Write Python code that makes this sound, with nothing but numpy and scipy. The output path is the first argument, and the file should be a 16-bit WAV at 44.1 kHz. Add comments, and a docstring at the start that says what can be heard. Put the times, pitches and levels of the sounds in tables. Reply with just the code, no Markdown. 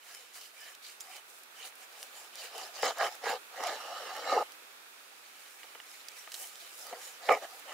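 """Cleaver through seared steak, outdoors

A heavy blade saws meat on a wooden board in still air, heard in stereo over a wide soft rush of shaped noise.
Trains of tiny random slips ring wood and steel modes; flickering noise bands are the tearing fibre.
Filtered noise makes the steel squeaks, short pushes into the board modes make the knocks,
and decaying noise bursts make the snaps of crust and juice. The microphone is thin in the bass.
"""
import sys
import numpy as np
from scipy import signal
from scipy.fft import rfft, irfft, next_fast_len
from scipy.io import wavfile
from scipy.ndimage import map_coordinates

SR = 44100
rng = np.random.default_rng(int(sys.argv[2]) if len(sys.argv) > 2 else 0)


def output_pcm(signal):
    """Save a mono or channel-first signal as 16-bit PCM at the path in sys.argv[1].

    Samples are clipped to [-1, 1] before scaling.
    """
    pcm = np.clip(np.atleast_2d(signal).T, -1, 1) * 32767
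    wavfile.write(sys.argv[1], SR, np.round(pcm).astype(np.int16))


N = 340893
PADDED = next_fast_len(N)

# background rush: f/Hz, density/dB per Hz (relative)
RUSH_SPECTRUM = [(60, -16.5), (200, -12), (400, -5.5), (650, -5.5), (860, -3), (1040, -4.5), (1300, 0.5),
                 (2050, -4.5), (2500, -1), (3000, -7.5), (3500, -4.5), (5000, -10), (9000, -12.5),
                 (12500, -13.5), (16000, -15.5)]
# its treble before the stereo tilt: t/s, level/dB
RUSH_TREBLE = [(0.0, -64), (3.21, -58.5), (3.34, -59), (4.11, -57), (5.1, -61.5), (6.59, -60.5),
               (7.73, -58)]
# left-right likeness of the rush: f/Hz, likeness/-1 to 1
RUSH_LIKENESS = [(60, 0.24), (180, 1), (550, 0.18), (1650, -0.14), (4970, -0.18), (15000, 0.26)]
# sawing strokes: fastest t/s, rise/s, fall/s,
# then gain/dB of edge on wood, low plate modes, high plate modes, tearing fibre
SAW_STROKES = [(0.13, .17, .27, -65, -54, -57, -58.5), (0.372, 0.061, 0.19, -66, -54, -52.5, -53.5),
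               (0.643, .15, .16, -64, -53.5, -56.5, -54.5), (0.87, 0.08, 0.12, -72, -55, -53, -56.5),
               (1.161, 0.23, 0.065, -59.5, -51.5, -57, -56.5), (1.302, .038, 0.21, -68, -83, -68, -59.5),
               (1.665, .16, .055, -55.5, -47, -52, -54.5), (1.829, 0.088, 0.047, -67, -57.5, -63, -55.5),
               (2.009, 0.19, 0.15, -60.5, -54.5, -56.5, -57.5),
               (2.181, 0.11, 0.19, -58.5, -53.5, -56, -58.5), (2.437, .16, 0.093, -55.5, -47.5, -49.5, -53),
               (2.602, 0.14, .16, -47.5, -43.5, -48.5, -56.5), (2.796, 0.087, .22, -47.5, -42, -46, -54.5),
               (2.834, 0.01, 0.12, -30, -30, -37, -54.5), (3.011, 0.0055, 0.015, -31, -44, -55, -65),
               (3.058, .12, 0.049, -30.5, -30, -40, -49.5), (3.12, 0.049, .08, -54, -55, -53, -62),
               (3.298, 0.1, 0.1, -32.5, -31.5, -41.5, -50.5), (3.687, 0.2, 0.11, -37, -37, -44.5, -55.5),
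               (5.59, 1, .48, -74, -60, -61.5, -62.5), (5.92, 0.12, .2, -75, -61.5, -57, -57.5),
               (6.188, 0.26, 0.17, -68, -56.5, -60, -57.5), (6.436, 0.2, 0.11, -61, -52.5, -53.5, -48),
               (6.586, 0.18, 0.47, -65.5, -56.5, -57, -57), (6.801, 0.053, .25, -67, -59, -53.5, -53),
               (6.914, .18, 0.14, -52.5, -52.5, -61, -79), (6.931, 0.0071, 0.021, -41, -67, -70, -70),
               (7.04, 0.12, 0.22, -63, -52.5, -54, -54.5), (7.3, 0.13, 0.14, -45.5, -48, -49, -53.5),
               (7.302, 0.02, 0.097, -21.5, -41, -45.5, -59), (7.439, .052, 0.045, -44.5, -43, -53.5, -60),
               (7.51, .184, 0.24, -59, -58.5, -59, -63), (7.732, 0.1, .05, -46.5, -42, -55, -58.5)]
# long drag across the board: t/s, gain/dB of wood, low plate, high plate, fibre
DRAG_GAINS = [(3.74, -53, -44.5, -52, -66), (3.796, -48.5, -44, -53, -62), (4.228, -43, -42, -50, -66),
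              (4.316, -29.5, -44, -43, -59), (4.326, -26.5, -45, -41, -59), (4.386, -27, -47, -47.5, -63),
              (4.424, -29, -53.5, -54, -57), (4.446, -61, -54, -65, -67), (4.514, -71, -71, -73, -80),
              (4.52, -79, -65, -64, -70)]
# how far the plate lies over in the drag: t/s, share/0-1
LYING_SHARE = [(3.7, 0), (3.8, 1), (4.45, 1), (4.55, 0)]
# board modes: f/Hz, width/Hz (filters broaden or narrow it), level/dB (relative)
BOARD_MODES = [(265, 74, -19.5), (371, 59, -17), (472, 65, -3.5), (542, 111, -5), (684.4, 56, 0),
               (755.7, 46, 0), (843, 81, -2.5), (1038, 82, -16.5), (1235, 55, -4), (1900, 420, -12.5),
               (2140, 490, -18), (2880, 35, -14)]
# upright steel plate, damped by the meat: f/Hz, width/Hz of the narrower filter, level/dB (relative)
UPRIGHT_MODES = [(1163, 350, -7.5), (1680, 180, -3), (1936, 280, -2), (2328, 253, 0), (2786, 150, -1),
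                 (3030, 97, 4.5), (3930, 860, -7), (4810, 400, -5), (5090, 750, -7.5), (5860, 156, -7),
                 (6370, 760, -12.5), (7184, 108, -5.5), (7950, 76, -39), (9200, 54, -24)]
# plate lying over: f/Hz, width/Hz of the narrower filter, level/dB (relative)
LYING_MODES = [(1250, 280, -4.5), (1830, 140, -2.5), (2140, 110, 0.5), (2920, 260, 3), (3950, 390, -7.5),
               (4670, 270, -9), (5460, 230, -5), (6600, 200, -9.5), (7550, 140, -12.5), (9600, 220, -24)]
# tearing fibre: f/Hz, density/dB per Hz (relative)
FIBRE_SPECTRUM = [(3000, -37), (5000, -8), (8000, -3), (10000, -4), (13000, -7.5), (16000, -7.5)]
# left-right likeness of rubbing, fibre and squeaks: f/Hz, likeness/0-1
RUB_LIKENESS = [(60, 0.92), (180, 1), (550, 0.94), (1650, 0.93), (4970, 0.24), (15000, 0.054)]
# stereo tilt of rubbed modes: f/Hz, left minus right/dB
RUB_TILT = [(60, 1.0), (180, -7.5), (550, 3), (1650, -5.5), (4970, -1.5), (15000, 4)]
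# squeaks of one steel mode: start t/s, length/s, f/Hz, width/Hz of the narrower filter,
# level/dB rms before swell and tilt
STEEL_SQUEAKS = [(0.074, .13, 1730, 101, -61.5), (0.14, 0.07, 5300, 90, -56), (0.59, 0.18, 1720, 80, -59),
                 (0.593, 0.086, 2920, 65, -64), (1.008, 0.028, 7140, 30, -46),
                 (2.138, 0.083, 7050, 40, -58.5), (4.212, 0.18, 7500, 50, -59),
                 (4.276, 0.046, 4020, 190, -42.5), (6.179, 0.051, 5700, 120, -53),
                 (6.35, 0.09, 5640, 120, -61), (7.022, 0.13, 6930, 200, -53.5),
                 (7.305, 0.055, 2260, 130, -32)]
# crust and juice snaps: t/s, crackle peak level/dB, centre f/Hz, decay/ms, left minus right/dB
FOOD_SNAPS = [(0.1484, -35.5, 5270, 1.8, -1), (0.343, -38, 5160, 1.4, 1), (0.7503, -39, 5700, 2.3, -2),
              (1.002, -40, 6950, 1.2, -5), (1.0061, -31, 6500, 5, -7), (1.1658, -38, 5200, 1.6, -2),
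              (1.434, -38.5, 11500, 2.1, -3.5), (1.7544, -41, 11100, 2, -6), (2.029, -28.5, 5600, 1.3, -2),
              (2.3558, -33, 5740, 1.5, -2.5), (2.5802, -33, 7090, 1.1, -4.5), (2.824, -28, 4800, 2.9, -3),
              (2.855, -24, 4670, 1.3, -5), (2.9844, -30, 6070, 1.1, -3), (3.153, -34, 9340, 1.6, -3.5),
              (3.638, -31, 4900, 1, -14), (3.671, -27, 6800, 1, 0), (3.757, -39, 5500, 1, 3),
              (4.1663, -35.5, 8000, 1.4, -6), (4.5205, -39, 6050, 1.5, -7), (6.0845, -32.5, 5000, 3, -9.5),
              (6.319, -31.5, 4350, 2.2, -2.5), (6.326, -39, 4200, 1.5, -8), (6.3419, -28.5, 4280, 4.9, -4),
              (6.351, -36, 4200, 1.5, -13), (6.556, -37, 4080, 1.2, -6), (6.8683, -30.5, 12400, 0.68, -8),
              (7.324, -32, 11000, 1, -16), (7.596, -39, 12100, 2.1, -12)]
# edge or meat meets the board: t/s, peak level/dB before thump, sharpness/dB per octave, left minus right/dB
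BOARD_KNOCKS = [(1.723, -44, 7.5, -2), (2.028, -39.5, 17, 1), (2.8295, -15, -1, 4), (2.907, -28, -2, 5),
                (3.605, -29, -8, 0), (5.632, -39.5, 20, -10), (5.642, -46, 1, -1), (5.65, -47, 2, -1),
                (5.75, -42, 11.5, -11), (5.753, -39.5, 5, 5), (5.801, -35, 12.5, -8),
                (6.275, -38.5, 7.5, 2), (6.928, -33, -14, -1), (7.2896, -8.5, 2.5, -5), (7.694, -38, 8, 1)]

SPEED_POWER = 1.95   # loudness grows as blade speed to this power
DRAG_FADE_S = .05
RUMBLE_DB, RUMBLE_HZ = -32, 60   # the table shakes under a scrape
BEND_SHARE, BEND_PER_S = .025, 6.0   # lying modes slide as the contact point moves
DAMPED_DB, DAMPED_ABOVE_HZ = 8.5, 2300   # on wood, upper low modes fade and the rest come up
CRUST_RING_DB, JUICE_RING_DB = -11.5, -18   # crust rings the steel, thin high juice pops hardly do
JUICE_ABOVE_HZ = 7500
BOUNCE_S, BOUNCE_DB, HEAVY_DB = 0.003044, 0.5, -20   # blows above HEAVY_DB land twice
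THUMP_DB, THUMP_HZ, THUMP_S = -14.5, 55, .006   # table thump under every knock
MIC_LOW_CUT_HZ, CUTOFF_HZ = 319, 16000


def from_db(db):
    """Gain of a level."""
    return 10 ** (np.asarray(db) / 20)


def rms_one(x):
    """Scale to rms 1."""
    return x / np.sqrt(np.mean(x ** 2) + 1e-20)


def in_time(rows):
    """Columns of a curve, one value per sample."""
    s, *columns = np.transpose(rows)
    return [np.interp(np.arange(N) / SR, s, column) for column in columns]


def at_hz(points, hz):
    """Read a spectrum on a log frequency axis."""
    points_hz, values = np.transpose(points)
    return np.interp(np.log(hz), np.log(np.maximum(points_hz, 1)), values)


def band_rms(x, low, high):
    """Rms within a band, averaged in power over the channels."""
    power = np.abs(rfft(x, PADDED)) ** 2
    hz = np.linspace(0, SR / 2, PADDED // 2 + 1)
    inside = (hz > low) & (hz < high)
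    return np.sqrt(2 * np.mean(power[..., inside].sum(axis=-1)) / (N * PADDED))


def drift(rate):
    """Slow random wander of rms 1, twice low-passed at rate in Hz."""
    r = np.exp(-80 * np.pi * rate / SR)   # one value per 40 samples
    white = rng.standard_normal(N // 40 + 2002)
    slow = signal.lfilter([1], [1, -2 * r, r * r], white)[2000:]
    return np.interp(np.arange(N) / 40, np.arange(len(slow)), rms_one(slow))


def panned(x, pan_db):
    """Tilt left against right by pan_db."""
    return x * from_db(np.array([[pan_db / 2], [-pan_db / 2]]))


def spread(pair, alike):
    """Left and right from a shared and an opposed part."""
    alike = np.clip(alike, -1, 1)
    shared = np.sqrt(1 + alike) * pair[0]
    opposed = np.sqrt(1 - alike) * pair[1]
    return shared + opposed * [[1], [-1]]


def resonance(x, hz, width_hz):
    """Two-pole mode, gain 1 on top."""
    r = np.exp(-np.pi * width_hz / SR)
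    poles = [1, -2 * r * np.cos(2 * np.pi * hz / SR), r * r]
    return signal.lfilter([(1 - r * r) / 2, 0, (r * r - 1) / 2], poles, x + 1e-18)


def coloured(pair, spectrum, alike, patchy_db, flicker_per_s):
    """Shape noise, then let overlapping bands an octave apart flicker on their own."""
    hz = np.maximum(np.linspace(0, SR / 2, PADDED // 2 + 1), 40)
    shaped = spread(rfft(pair, PADDED) * from_db(at_hz(spectrum, hz)), at_hz(alike, hz))
    octave = np.log2(hz / 40)
    out = np.zeros((2, N))
    for k in range(11):
        if 80 * 2 ** k > spectrum[0][0]:   # skip bands wholly below the spectrum
            band = irfft(shaped * np.clip(1 - np.abs(octave - k), 0, 1), PADDED)[:, :N]
            out += from_db(patchy_db * drift(flicker_per_s)) * band
    return out


def rush():
    """Smooth wide noise behind the board, slightly louder on the right."""
    noise = rng.standard_normal((2, N))
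    air = coloured(noise, RUSH_SPECTRUM, RUSH_LIKENESS, patchy_db=0.6, flicker_per_s=5.9)
    level = from_db(in_time(RUSH_TREBLE)[0])
    return panned(level * air / band_rms(air, 7230, 18600), -3.5)


def grains(per_s, uneven_db):
    """Two trains of tiny slips, random in time, size and sign."""
    unevenness = np.minimum(rng.exponential(1, (2, N)), 5)
    sizes = from_db(uneven_db * unevenness) * rng.choice([-1, 1], (2, N))
    return sizes * (rng.random((2, N)) < per_s / SR)


def rubbed(modes, slips, wander_db, low, high):
    """Slips ring every mode; the moving contact point makes each wax and wane. Rms 1 from low to high."""
    out = np.zeros((2, N))
    for k, (hz, width, db) in enumerate(modes):
        ringing = resonance(resonance(slips, hz, width), hz, 3.15 * width)
        stereo = panned(spread(ringing, at_hz(RUB_LIKENESS, hz)), at_hz(RUB_TILT, hz))
        out += (-1) ** k * from_db(db + wander_db * drift(15.0)) * stereo   # neighbours in opposite sign
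    return out / band_rms(out, low, high)


def bent(x):
    """Play slightly faster and slower, so that every mode slides."""
    step = 1 + BEND_SHARE * drift(BEND_PER_S)
    place = np.clip(np.cumsum(step / step.mean()), 0, N - 1)
    return np.array([map_coordinates(channel, [place], order=3) for channel in x])


def plate(lying_share, slips, low, high):
    """The steel modes between low and high, crossfaded in power from upright to lying over."""
    upright_modes = [m for m in UPRIGHT_MODES if low < m[0] < high]
    lying_modes = [m for m in LYING_MODES if low < m[0] < high]
    upright = rubbed(upright_modes, slips, wander_db=3.0, low=low, high=high)
    lying = rubbed(lying_modes, slips, wander_db=1.5, low=low, high=high)
    return np.sqrt(1 - lying_share) * upright + np.sqrt(lying_share) * bent(lying)


def pressed(x, share):
    """Dull the steel by the share of the edge that bears on wood."""
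    dull = signal.sosfilt(signal.butter(4, DAMPED_ABOVE_HZ, fs=SR, output="sos"), x)
    return (1 - share) * x + share * from_db(DAMPED_DB) * dull


def stroke_gains():
    """Wood, low plate, high plate and fibre: strokes swell with blade speed, the drag runs its own course."""
    t = np.arange(N) / SR
    start, end = DRAG_GAINS[0][0], DRAG_GAINS[-1][0]
    fade = np.interp(t, [start - DRAG_FADE_S, start, end, end + DRAG_FADE_S], [0, 1, 1, 0])
    power = (fade * from_db(in_time(DRAG_GAINS))) ** 2
    for s, rise, fall, *levels_db in SAW_STROKES:
        near = slice(max(int((s - rise) * SR), 0), int((s + fall) * SR))
        side_s = np.where(t[near] < s, max(rise, .003), max(fall, .003))
        speed = np.cos(np.pi / 2 * np.clip((t[near] - s) / side_s, -1, 1))
        power[:, near] += (from_db(levels_db)[:, None] * np.abs(speed) ** SPEED_POWER) ** 2
    return np.sqrt(power)


def strokes():
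    """Edge rubbing wood, steel singing, fibre tearing; all judder together."""
    wood, low, high, tearing = stroke_gains()
    lying_share = np.clip(in_time(LYING_SHARE)[0], 0, 1)
    steel_slips = grains(2500, 1.88)
    fibre = coloured(grains(9000, 3.8), FIBRE_SPECTRUM, RUB_LIKENESS, patchy_db=2.0, flicker_per_s=9.6)
    low_board = [m for m in BOARD_MODES if m[0] < 1300]
    out = wood * rubbed(low_board, grains(2500, 2.84), wander_db=4.0, low=270, high=1400)
    rumble = rms_one(resonance(rng.standard_normal(N), RUMBLE_HZ, 74.0))
    out += wood * from_db(RUMBLE_DB) * rumble
    wood_share = wood ** 2 / (wood ** 2 + low ** 2 + 1e-20)
    out += low * pressed(plate(lying_share, steel_slips, 1100, 3600), wood_share)
    out += high * plate(lying_share, steel_slips, 3600, 11000)
    out += tearing * panned(fibre / band_rms(fibre, 8500, 15500), -2)
    judder = from_db(0.87 * drift(60.0))
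    return judder * out


def squeaks():
    """One steel mode squeaks out: noise through two resonances under a short swell."""
    out = np.zeros((2, N))
    noise = rng.standard_normal((len(STEEL_SQUEAKS), 2, SR // 4))
    for (s, length, hz, width, db), pair in zip(STEEL_SQUEAKS, noise):
        count, at = min(int(length * SR), SR // 5), round(s * SR)
        ringing = resonance(resonance(pair, hz, width), hz, 2 * width)
        tone = rms_one(spread(ringing, at_hz(RUB_LIKENESS, hz))[:, -count:])   # settled end only
        swell = np.sin(np.pi * np.sqrt(np.arange(count) / count))
        out[:, at:at + count] += from_db(db) * tone * swell
    return panned(out, -2.5)


def snaps():
    """A short crackle around its centre, which also rings the steel modes near it."""
    out, t = np.zeros((2, N)), np.arange(int(.06 * SR)) / SR
    noise = rng.standard_normal((len(FOOD_SNAPS), len(t)))
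    for (s, db, hz, decay_ms, pan_db), white in zip(FOOD_SNAPS, noise):
        burst = white * np.exp(-1000 * t / max(decay_ms, .2))
        sharp_edge = from_db(-14.5) * np.diff(burst, prepend=0)   # reaches the top of the range
        crack = resonance(burst, hz, 1.24 * hz) + sharp_edge
        nearby = resonance(burst, hz, 0.084 * hz)
        ring = sum(resonance(nearby, mode_hz, width) / width for mode_hz, width, _ in UPRIGHT_MODES)
        ring_gain = from_db(CRUST_RING_DB if hz < JUICE_ABOVE_HZ else JUICE_RING_DB)
        snap = crack / np.abs(crack).max() + ring_gain * ring / np.abs(ring).max()
        at = round(s * SR)
        out[:, at:at + len(t)] += panned(from_db(db) * snap, pan_db)[:, :N - at]
    return out


def knocks():
    """Each blow is a short push into the board modes; sharp blows favour high modes, heavy ones bounce."""
    out, t = np.zeros((2, N)), np.arange(int(.08 * SR)) / SR
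    strengths_db = rng.normal(0, 2.7, (len(BOARD_KNOCKS), len(BOARD_MODES)))
    late = np.maximum(t - BOUNCE_S, 0)
    first = t * np.exp(-2 * np.pi * 4000 * t)
    second = late * np.exp(-2 * np.pi * 2000 * late) / 2
    thump_swell = t / THUMP_S * np.exp(-t / THUMP_S)
    thump = from_db(THUMP_DB) * np.sin(2 * np.pi * THUMP_HZ * t) * thump_swell
    for (s, db, sharp_db, pan_db), extra_db in zip(BOARD_KNOCKS, strengths_db):
        push = first - (db > HEAVY_DB) * from_db(BOUNCE_DB) * second
        blow = np.zeros(len(t))
        for (hz, width, mode_db), extra in zip(BOARD_MODES, extra_db):
            ringing = resonance(resonance(push, hz, width + 0.038 * hz), hz, 0.48 * hz)
            blow += from_db(mode_db + extra + sharp_db * np.log2(hz / 700)) * ringing
        knock = from_db(db) * (blow / np.abs(blow).max() + thump)
        at = round(s * SR)
        out[:, at:at + len(t)] += panned(knock, pan_db)[:, :N - at]
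    return out


def scene():
    """Rush, blade, food and board together."""
    return rush() + strokes() + squeaks() + snaps() + knocks()


def record(dry):
    """The microphone cuts the bass, the recorder the top."""
    thin = signal.sosfilt(signal.butter(2, MIC_LOW_CUT_HZ, "high", fs=SR, output="sos"), dry)
    # 60 dB down from the cutoff upward
    return signal.sosfilt(signal.cheby2(22, 60, CUTOFF_HZ, fs=SR, output="sos"), thin)


dry = scene()
out = record(dry)
output_pcm(out)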